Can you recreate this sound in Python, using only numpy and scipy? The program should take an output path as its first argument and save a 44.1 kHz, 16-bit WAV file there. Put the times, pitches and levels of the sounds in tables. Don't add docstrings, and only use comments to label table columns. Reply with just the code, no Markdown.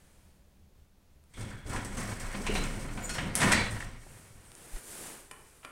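import sys
import numpy as np
from scipy import signal
from scipy.fft import rfft, irfft
from scipy.io import wavfile
from scipy.ndimage import uniform_filter1d

SR = 44100
rng = np.random.default_rng(int(sys.argv[2]) if len(sys.argv) > 2 else 0)


def makeup_ratio(level_db):
    decades = np.asarray(level_db, float) / 20
    return 10 ** decades


def dump_mix(stems):
    frames = np.atleast_2d(stems).T
    limited = np.clip(frames, -1, 1)
    pcm = np.round(limited * 32767).astype(np.int16)
    wavfile.write(sys.argv[1], SR, pcm)


N = 251811
T = np.arange(N) / SR


def unit(x):
    return x / np.sqrt(np.mean(x ** 2))


def peak(x):
    return x / np.abs(x).max()


def add(out, s, x):
    i = int(s * SR)
    out[i:i + len(x)] += x[:N - i]


def curve(table):
    s, *columns = np.transpose(table)
    gate = np.interp(T, [s[0] - .02, s[0], s[-1], s[-1] + 0.028], [0, 1, 1, 0])
    return [np.interp(T, s, c) for c in columns], gate


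def stroke(s, db, swell, fade):
    return makeup_ratio(db - 20 * np.where(T < s, (s - T) / swell, (T - s) / fade) ** 2)


def colour(x, points):
    hz, db = np.transpose(points)
    f = np.maximum(np.fft.rfftfreq(len(x), 1 / SR), 1)
    gain = makeup_ratio(np.interp(np.log(f), np.log(hz), db))
    return unit(irfft(rfft(x) * gain, len(x)))


def band(x, lo_hz, hi_hz):
    return signal.sosfilt(signal.butter(2, [lo_hz, min(hi_hz, .45 * SR)], "band", fs=SR, output="sos"), x)


def ring(x, hz, t60):
    r, w = np.exp(-np.log(1000) / (t60 * SR)), 2 * np.pi * hz / SR
    return signal.lfilter([np.sin(w)], [1, -2 * r * np.cos(w), r * r], x)


def drum(x, modes):
    return unit(sum(makeup_ratio(db) * unit(ring(x, hz, 2.63 / width)) for hz, width, db in modes))


def walk(rate):
    k = int(SR / rate)
    held = np.repeat(rng.standard_normal(N // k + 1), k)
    return unit(uniform_filter1d(held, k))[:N]


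def grit(rate, spread_db):
    return rng.standard_normal(N) * makeup_ratio(spread_db * walk(rate))


# (per Hz, relative)
LOBBY_AIR = [(8, -10), (16, -2.5), (37, -9), (52, -8), (74, -10), (88, -7), (101, -22), (127, -11.5),
             (163, -17), (193, -19.5), (255, -23.5), (607, -27.5), (660, -29.5), (1330, -35.5),
             (16000, -44.5)]
# pitch_hz, width_hz (about 4 dB down), level_db (relative)
CAR_HUM = [(75, 13, -0.5), (190, 15, -10)]


def lobby():
    air_db, hum_db = -61.5, -63
    gap = np.interp(T, [1.8, 3.4], [1, .15])
    air = makeup_ratio(air_db) * colour(grit(17, 0.63), LOBBY_AIR)
    return air + gap * makeup_ratio(hum_db) * drum(grit(2.9, 1.9), CAR_HUM)


def room(x):
    low_t60_s, high_t60_s = 0.69, 0.47
    t, tail = T[:SR], rng.standard_normal((2, SR))
    low = band(tail[0], 39, 3900) * np.exp(-np.log(1000) * t / low_t60_s)
    high = band(tail[1], 2000, 9700) * np.exp(-np.log(1000) * t / high_t60_s)
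    echo = (low + high) * (1 - np.exp(-t / 0.0034))
    return signal.fftconvolve(x, echo / np.sqrt(np.sum(echo ** 2)))[:N]


def bump():
    centre_s, pitch_hz, level_db = 4.752, 26, -29
    u = (T - centre_s) * pitch_hz
    return makeup_ratio(level_db) * np.sin(2 * np.pi * u) * np.exp(-(u / .45) ** 2)


# loudest_s, level_db, treble_db (relative to the low rustle), swell_s, fade_s (both over 20 #
# dB); # the last is no rustle but a faint swell of noise that lingers after the button press
SLEEVE_STROKES = [(.05, -67.5, -3, 0.54, 0.46), (4.14, -61, 1.5, 0.17, 0.39), (4.47, -65, -3.5, 0.11, 0.34),
                  (4.66, -57.5, 0.5, 0.16, 0.16), (4.77, -55.5, 0, 0.08, 0.052),
                  (4.93, -52.5, 4.5, 0.18, 0.24), (5.08, -50.5, -1, 0.16, 0.23), (5.44, -64, 1, 0.25, 0.71)]
# (per Hz, relative)
CLOTH_SPECTRUM = [(59, -23), (100, 1), (202, 1), (289, -0.5), (322, 3.5), (471, 0.5), (705, -3), (1130, -5),
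                  (1450, -3.5), (3940, -9.5), (6020, -5.5), (9020, 2.5), (16000, -15)]


def sleeve():
    split_hz = 3950
    low = unit(band(colour(grit(330, 0.27), CLOTH_SPECTRUM), 101, split_hz))
    high = unit(band(colour(grit(200, 0.76), CLOTH_SPECTRUM), split_hz, 22000))
    return sum(stroke(s, db, swell, fade) * (low + makeup_ratio(treble_db) * high)
               for s, db, treble_db, swell, fade in SLEEVE_STROKES)


# start_s, level_db, treble_db and ring_db (relative to level),
# contact_s (the chatter lasts as if it were at least 0.0002)
SNAPS = [(1.238, -64, 8, -20, 0.00091), (1.848, -48, 17, -20, 0.00024), (2.639, -39, 12.5, -20, .0003),
         (3.3536, -24.5, 14, -20, 0.00025), (4.518, -42.5, 4, -17, 0.00019),
         (4.552, -48, 15.5, -20, 0.00023), (4.759, -43, -7, -8, .004), (5.306, -65, -26, 7, 0.0028),
         (5.311, -36, 1.2, -4, 0.0021), (5.627, -49, -19, -4, 0.009), (5.647, -33, -7, -5, 0.0018)]
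# pitch_hz, level_db (relative), t60_s
SMALL_PART_MODES = [(280, -9, .15), (620, -9, .05), (1150, 0, .05), (1400, -1, .025), (1900, -3, .025),
                    (2400, -2, .02), (2950, -4, .02), (4700, -19, .2), (7400, -8, .015), (9000, -10, .02)]


def snaps():
    out, t = np.zeros(N), T[:SR // 5]
    for s, db, treble_db, ring_db, contact in SNAPS:
        u = t / max(contact, .0002)
        push = rng.standard_normal(len(t)) * u * np.exp(-u)
        push[int(contact * SR)] += .3 * np.sqrt(np.sum(push ** 2))
        parts = sum(makeup_ratio(d) * peak(ring(push, hz, t60)) for hz, d, t60 in SMALL_PART_MODES)
        body = peak(band(push, 400, 2750)) + makeup_ratio(ring_db) * peak(parts)
        hiss = peak(band(band(push, 5200, 10700), 5200, 13600))
        treble = peak(hiss + 0.36 * peak(ring(push, 8500, 0.0038)))
        add(out, s, makeup_ratio(db) * (body + makeup_ratio(treble_db) * treble))
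    return out


# start_s, length_s, pitch_hz, width_hz,
# level_db (before the rise and fade)
ROUGH_RINGS = [(1.337, 0.52, 2200, 150, -60), (1.342, .36, 3380, 190, -57), (1.506, 0.18, 1600, 200, -52.5),
               (1.662, 0.39, 3350, 120, -62), (1.846, 0.092, 8000, 200, -51), (1.973, .04, 6300, 200, -45),
               (2.466, 0.21, 2850, 140, -41), (2.482, 0.14, 420, 90, -35.5),
               (2.553, .09, 4030, 129.6, -39.5), (2.554, 0.061, 720, 50, -39),
               (2.967, 0.11, 720, 64.8, -48.5), (3.024, .07, 14000, 800, -55),
               (3.039, 0.057, 8200, 460, -43), (3.093, 0.087, 4290, 35, -42.5),
               (3.094, 0.088, 2540, 50, -48), (3.098, 0.16, 5500, 30, -48),
               (3.515, 0.044, 1960, 150, -25.5), (3.519, 0.21, 4030, 70, -39.5),
               (3.521, .23, 3440, 60, -46), (3.528, .16, 2234, 92.59, -31), (3.53, .15, 4560, 70, -40.5),
               (3.705, 0.077, 8700, 845, -46.5), (3.801, .016, 1880, 200, -36),
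               (3.82, .014, 1880, 200, -38), (4.062, .014, 500, 600, -48), (4.448, 0.068, 8640, 300, -58)]


def rough_rings():
    out = np.zeros(N)
    for s, length, hz, width, db in ROUGH_RINGS:
        t = T[:int(length * SR)]
        sing = unit(ring(rng.standard_normal(len(t)), hz, np.log(1000) / (np.pi * width)))
        fade = np.interp(t, [0, .006, 0.8 * length, length], [0, 0.89, 0.3, 0])
        add(out, s, makeup_ratio(db) * sing * fade)
    return out


# time_s, pitch_hz, level_db (middle values, both flicker)
GUIDE_SQUEAK = [(3.025, 7100, -56), (3.047, 7007, -40.5), (3.099, 6920, -64), (3.11, 7099, -62)]


def squeak():
    jitter = 0.0114 * walk(440)
    (hz, db), gate = curve(GUIDE_SQUEAK)
    phase = 2 * np.pi * np.cumsum(hz * (1 + jitter)) / SR
    return np.sqrt(2) * gate * makeup_ratio(db) * makeup_ratio(4.1 * walk(330)) * np.sin(phase)


# time_s, level_db
PANEL_SWING = [(1.32, -75), (1.38, -48), (1.47, -45), (1.52, -63), (1.72, -44), (1.87, -53), (1.94, -40),
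               (2.12, -52), (2.27, -37), (2.42, -43), (2.49, -33), (2.69, -35), (2.77, -41), (2.92, -37.5),
               (3.04, -50), (3.12, -39.5), (3.17, -66), (3.23, -46), (3.59, -49), (3.64, -40), (3.76, -54),
               (3.88, -47), (4.09, -56), (4.2, -73)]


def shudder():
    swing_hz, taut_hz, settle_s = 27.8, 6, 0.1
    (db,), gate = curve(PANEL_SWING)
    since_pull = np.maximum(T - PANEL_SWING[0][0], 0)
    hz = swing_hz + taut_hz * np.exp(-(since_pull / settle_s) ** 2 / 2)
    phase = 2 * np.pi * np.cumsum(hz * (1 + 0.014 * walk(7.7))) / SR
    return np.sqrt(2) * gate * makeup_ratio(db) * np.sin(phase)


# pitch_hz, width_hz (about 4 dB down), level_db (relative)
SHAFT_MODES = [(77, 65, -0.5), (108.7, 16.4, -3.5)]
# pitch_hz, width_hz (about 4 dB down), level_db (relative)
TRACK_MODES = [(156.2, 3, -1.5), (202.4, 14, 5), (237.3, 47, 4.5), (282.2, 5.6, -4), (320, 71, -10),
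               (355, 25, -27)]
# (over 20 dB, its sign does not matter)
JOINT_THUMPS = [(1.389, -48.5, -44.5, 0.27), (1.671, -44, -43.5, 0.15), (1.76, -48.5, -61, 0.34),
                (1.99, -47.5, -59, 0.27), (2.35, -43, -66, 0.3), (2.5, -46.5, -49, 1.2),
                (3.2, -38.5, -49, 0.19), (3.429, -32, -82, -0.09), (3.55, -42.5, -39, 0.12),
                (3.72, -55, -39.5, 0.17), (3.85, -55, -54.5, 0.03)]


def boom_and_rumble(load_db):
    load_ref_db, thump_rise_s = -43.5, 0.024
    boom_db, boom_share, boom_t60_s = -47, 0.48, 0.33
    rumble_db, rumble_share = -47.5, 1
    keep = np.exp(-np.log(1000) / (boom_t60_s * SR))
    shaft = signal.lfilter([1 - keep], [1, -keep], makeup_ratio(boom_db + boom_share * (load_db - load_ref_db)))
    track = makeup_ratio(rumble_db + rumble_share * (load_db - load_ref_db))
    for s, thump_rumble_db, thump_boom_db, fade in JOINT_THUMPS:
        jolt = stroke(s, 0, thump_rise_s, fade)
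        shaft = shaft + makeup_ratio(thump_boom_db) * jolt
        track = track + makeup_ratio(thump_rumble_db) * jolt
    bumps = grit(40, 1.3)
    boom = drum(bumps, SHAFT_MODES) + makeup_ratio(-5.5) * unit(band(bumps, 74, 141))
    rumble = drum(bumps, TRACK_MODES) + makeup_ratio(-5.5) * unit(band(bumps, 93, 540))
    return shaft * unit(boom) + track * unit(rumble)


# (per Hz, relative)
RATTLE_SPECTRUM = [(180, 4), (300, -12), (385, 4), (417, -20), (535, 0.5), (861, -5), (1010, 2.5),
                   (1130, -2), (1530, 0), (2230, -1), (2890, -6), (3170, -9.5), (4500, -19), (5850, -24),
                   (9900, -120)]
# (per Hz, relative)
SCRAPE_SPECTRUM = [(1760, -10), (3000, -14), (3170, -4), (3940, -7), (4700, -2), (6040, 0.5), (7200, -1),
                   (8340, 5), (12000, -10.5), (16000, -16)]
# pitch_hz, level_db (relative),
# free_t60_s (each player takes a share of it)
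PANEL_MODES = [(541, 6, 0.24), (720, -28, 0.067), (800, -2.5, 0.13), (965, -6.5, 0.25), (1126, -7, 1),
               (1470, -2, 0.25), (1650, -3.5, 0.11), (1880, 2.5, 0.17), (1973, -0.5, 0.22), (2234, 2, 0.11),
               (2278, 0, 0.36), (2530, -18, 0.64), (2600, -11, 0.18), (2960, -33, 0.98), (3270, -22, 0.073),
               (3440, -13, 0.22), (4030, -6.5, 0.64), (4290, -0.5, 0.059), (4660, -2, 0.12),
               (5200, -7.5, 0.45), (5640, -5, 0.56)]


def rattle_and_scrape(load_db, drag_db):
    contacts = grit(60, 2.1)
    panel = sum(makeup_ratio(db) * unit(ring(contacts, hz, 0.27 * t60)) for hz, db, t60 in PANEL_MODES)
    rattle = colour(contacts, RATTLE_SPECTRUM) + makeup_ratio(-8.5) * unit(panel)
    scrape = colour(grit(150, 1.64), SCRAPE_SPECTRUM) * makeup_ratio(1.6 * walk(24.93))
    return makeup_ratio(load_db) * (unit(rattle) + makeup_ratio(drag_db) * scrape)


# time_s, load_db (on the rollers), drag_db (of the guide shoes, relative to load)
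DOOR_TRAVEL = [(1.3, -80, 1), (1.39, -50.5, -2), (1.52, -53.5, -8), (1.65, -58.5, -10), (1.68, -54.5, 0),
               (1.73, -42.5, -7), (1.89, -50, -9), (2.0, -42, -4), (2.11, -44, -6.5), (2.21, -46.5, -6.5),
               (2.35, -45, -3), (2.44, -44.5, -7), (2.57, -38, -4.5), (2.74, -46, -6.5), (2.93, -48, -6.5),
               (3.13, -46, -4), (3.21, -40.5, -10.5), (3.335, -48, -14), (3.37, -36.5, -9),
               (3.44, -29, -10.5), (3.49, -28, -12.5), (3.57, -34.5, -16), (3.72, -43.5, -13),
               (3.84, -50, -2.5), (3.9, -51, -12), (4.04, -61.5, -1), (4.5, -66, -6)]


def rolling():
    (load_db, drag_db), gate = curve(DOOR_TRAVEL)
    return gate * (boom_and_rumble(load_db) + rattle_and_scrape(load_db, drag_db))


def struck(chatter, near_hz, free):
    t, total = T[:len(chatter)], 0
    for hz, db, t60 in PANEL_MODES:
        decay = np.exp(-np.log(1000) * t / (free * t60))
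        nearness = 1 / (1 + (np.log(hz / near_hz) / 0.049) ** 2)
        total = total + makeup_ratio(db) * unit(ring(chatter, hz, 0.018)) * decay * nearness
    return peak(total)


# start_s, blow_db, struck_hz, ring_db (relative to blow, before its soft start),
# tick_db (relative to blow)
DOOR_KNOCKS = [(1.336, -50.5, 2170, -16, 1), (1.406, -43.5, 1900, -14, 3), (1.662, -45, 1880, -3, -2),
               (1.694, -44.5, 1500, 7.5, 7.5), (1.73, -41, 965, 9.5, 4), (1.759, -37, 1620, 10.5, 0),
               (1.848, -44.5, 1880, 4, 7.5), (1.97, -38, 1280, 4, 3), (2.01, -38, 1990, 3.5, -7),
               (2.197, -47, 1440, -9, 11.5), (2.26, -52, 1000, 1, -10), (2.346, -33, 2130, -2, -14),
               (2.465, -26.5, 2310, -2, -4), (2.551, -23.5, 1730, -18, -6.5), (2.64, -34.5, 3020, 1.5, -18),
               (2.974, -34, 1458, 0, -32), (3.092, -33, 1520, -2, 4.5), (3.145, -36, 1560, -2.5, 3),
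               (3.182, -24, 2550, -9, -13.5), (3.352, -35.5, 1410, -11, 14), (3.402, -22.5, 1760, -10, -1),
               (3.415, -21, 1890, 4, 0), (3.43, -20, 970, -5.5, -5), (3.51, -24, 1820, -2, -4),
               (3.518, -15.5, 1880, 0.5, 0.7), (3.665, -35, 2120, -11, -17), (3.804, -38, 1880, -8, -3),
               (3.822, -40, 1900, -8, -8)]


def knocks():
    contact_s, slide = 0.014, 0.22
    thud_db, overtone, overtone_db = -17, 1.73, -16
    free_share = 0.68
    tick_top_hz = 10600
    out, t = np.zeros(N), T[:SR // 2]
    for s, db, hz, ring_db, tick_db in DOOR_KNOCKS:
        u = t / (contact_s * makeup_ratio(slide * tick_db))
        free = np.clip(free_share * makeup_ratio(0.16 * tick_db), .1, 1)
        noise = rng.standard_normal((4, len(t)))
        push = noise * (1 - np.exp(-u / 0.092)) * np.exp(-u)
        rings = makeup_ratio(ring_db) * struck(noise[3], hz, free)
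        rings = rings + makeup_ratio(overtone_db) * struck(noise[3], overtone * hz, free)
        rings = rings * (1 - np.exp(-u / 0.25))
        clank = peak(band(band(push[0], 434, 3420), 434, 3420))
        thud = peak(band(push[1], 150, 500) + 0.39 * ring(push[1], 222, 0.068))
        tick = peak(band(colour(push[2], SCRAPE_SPECTRUM), 1500, tick_top_hz * makeup_ratio(0.43 * tick_db)))
        add(out, s, makeup_ratio(db) * (clank + rings + makeup_ratio(thud_db) * thud + makeup_ratio(tick_db) * tick))
    return out


def scene():
    door, whistle, snap = knocks(), squeak(), snaps()
    snap_send = makeup_ratio(-1.5) * band(snap, 174, 2050) + makeup_ratio(3) * band(snap, 9400, 12000)
    wet = room(makeup_ratio(-7) * door + makeup_ratio(-5) * whistle + snap_send)
    steady = rolling() + shudder() + rough_rings() + sleeve() + lobby()
    return (steady + door + whistle + snap + bump() + wet)[None]


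def roll_off(x):
    return signal.sosfilt(signal.butter(12, 16840, fs=SR, output="sos"), x)


def record(dry):
    cut = signal.sosfilt(signal.ellip(8, .2, 50, 15800, fs=SR, output="sos"), dry)
    return roll_off(cut)


dry = scene()
out = record(dry)
dump_mix(out)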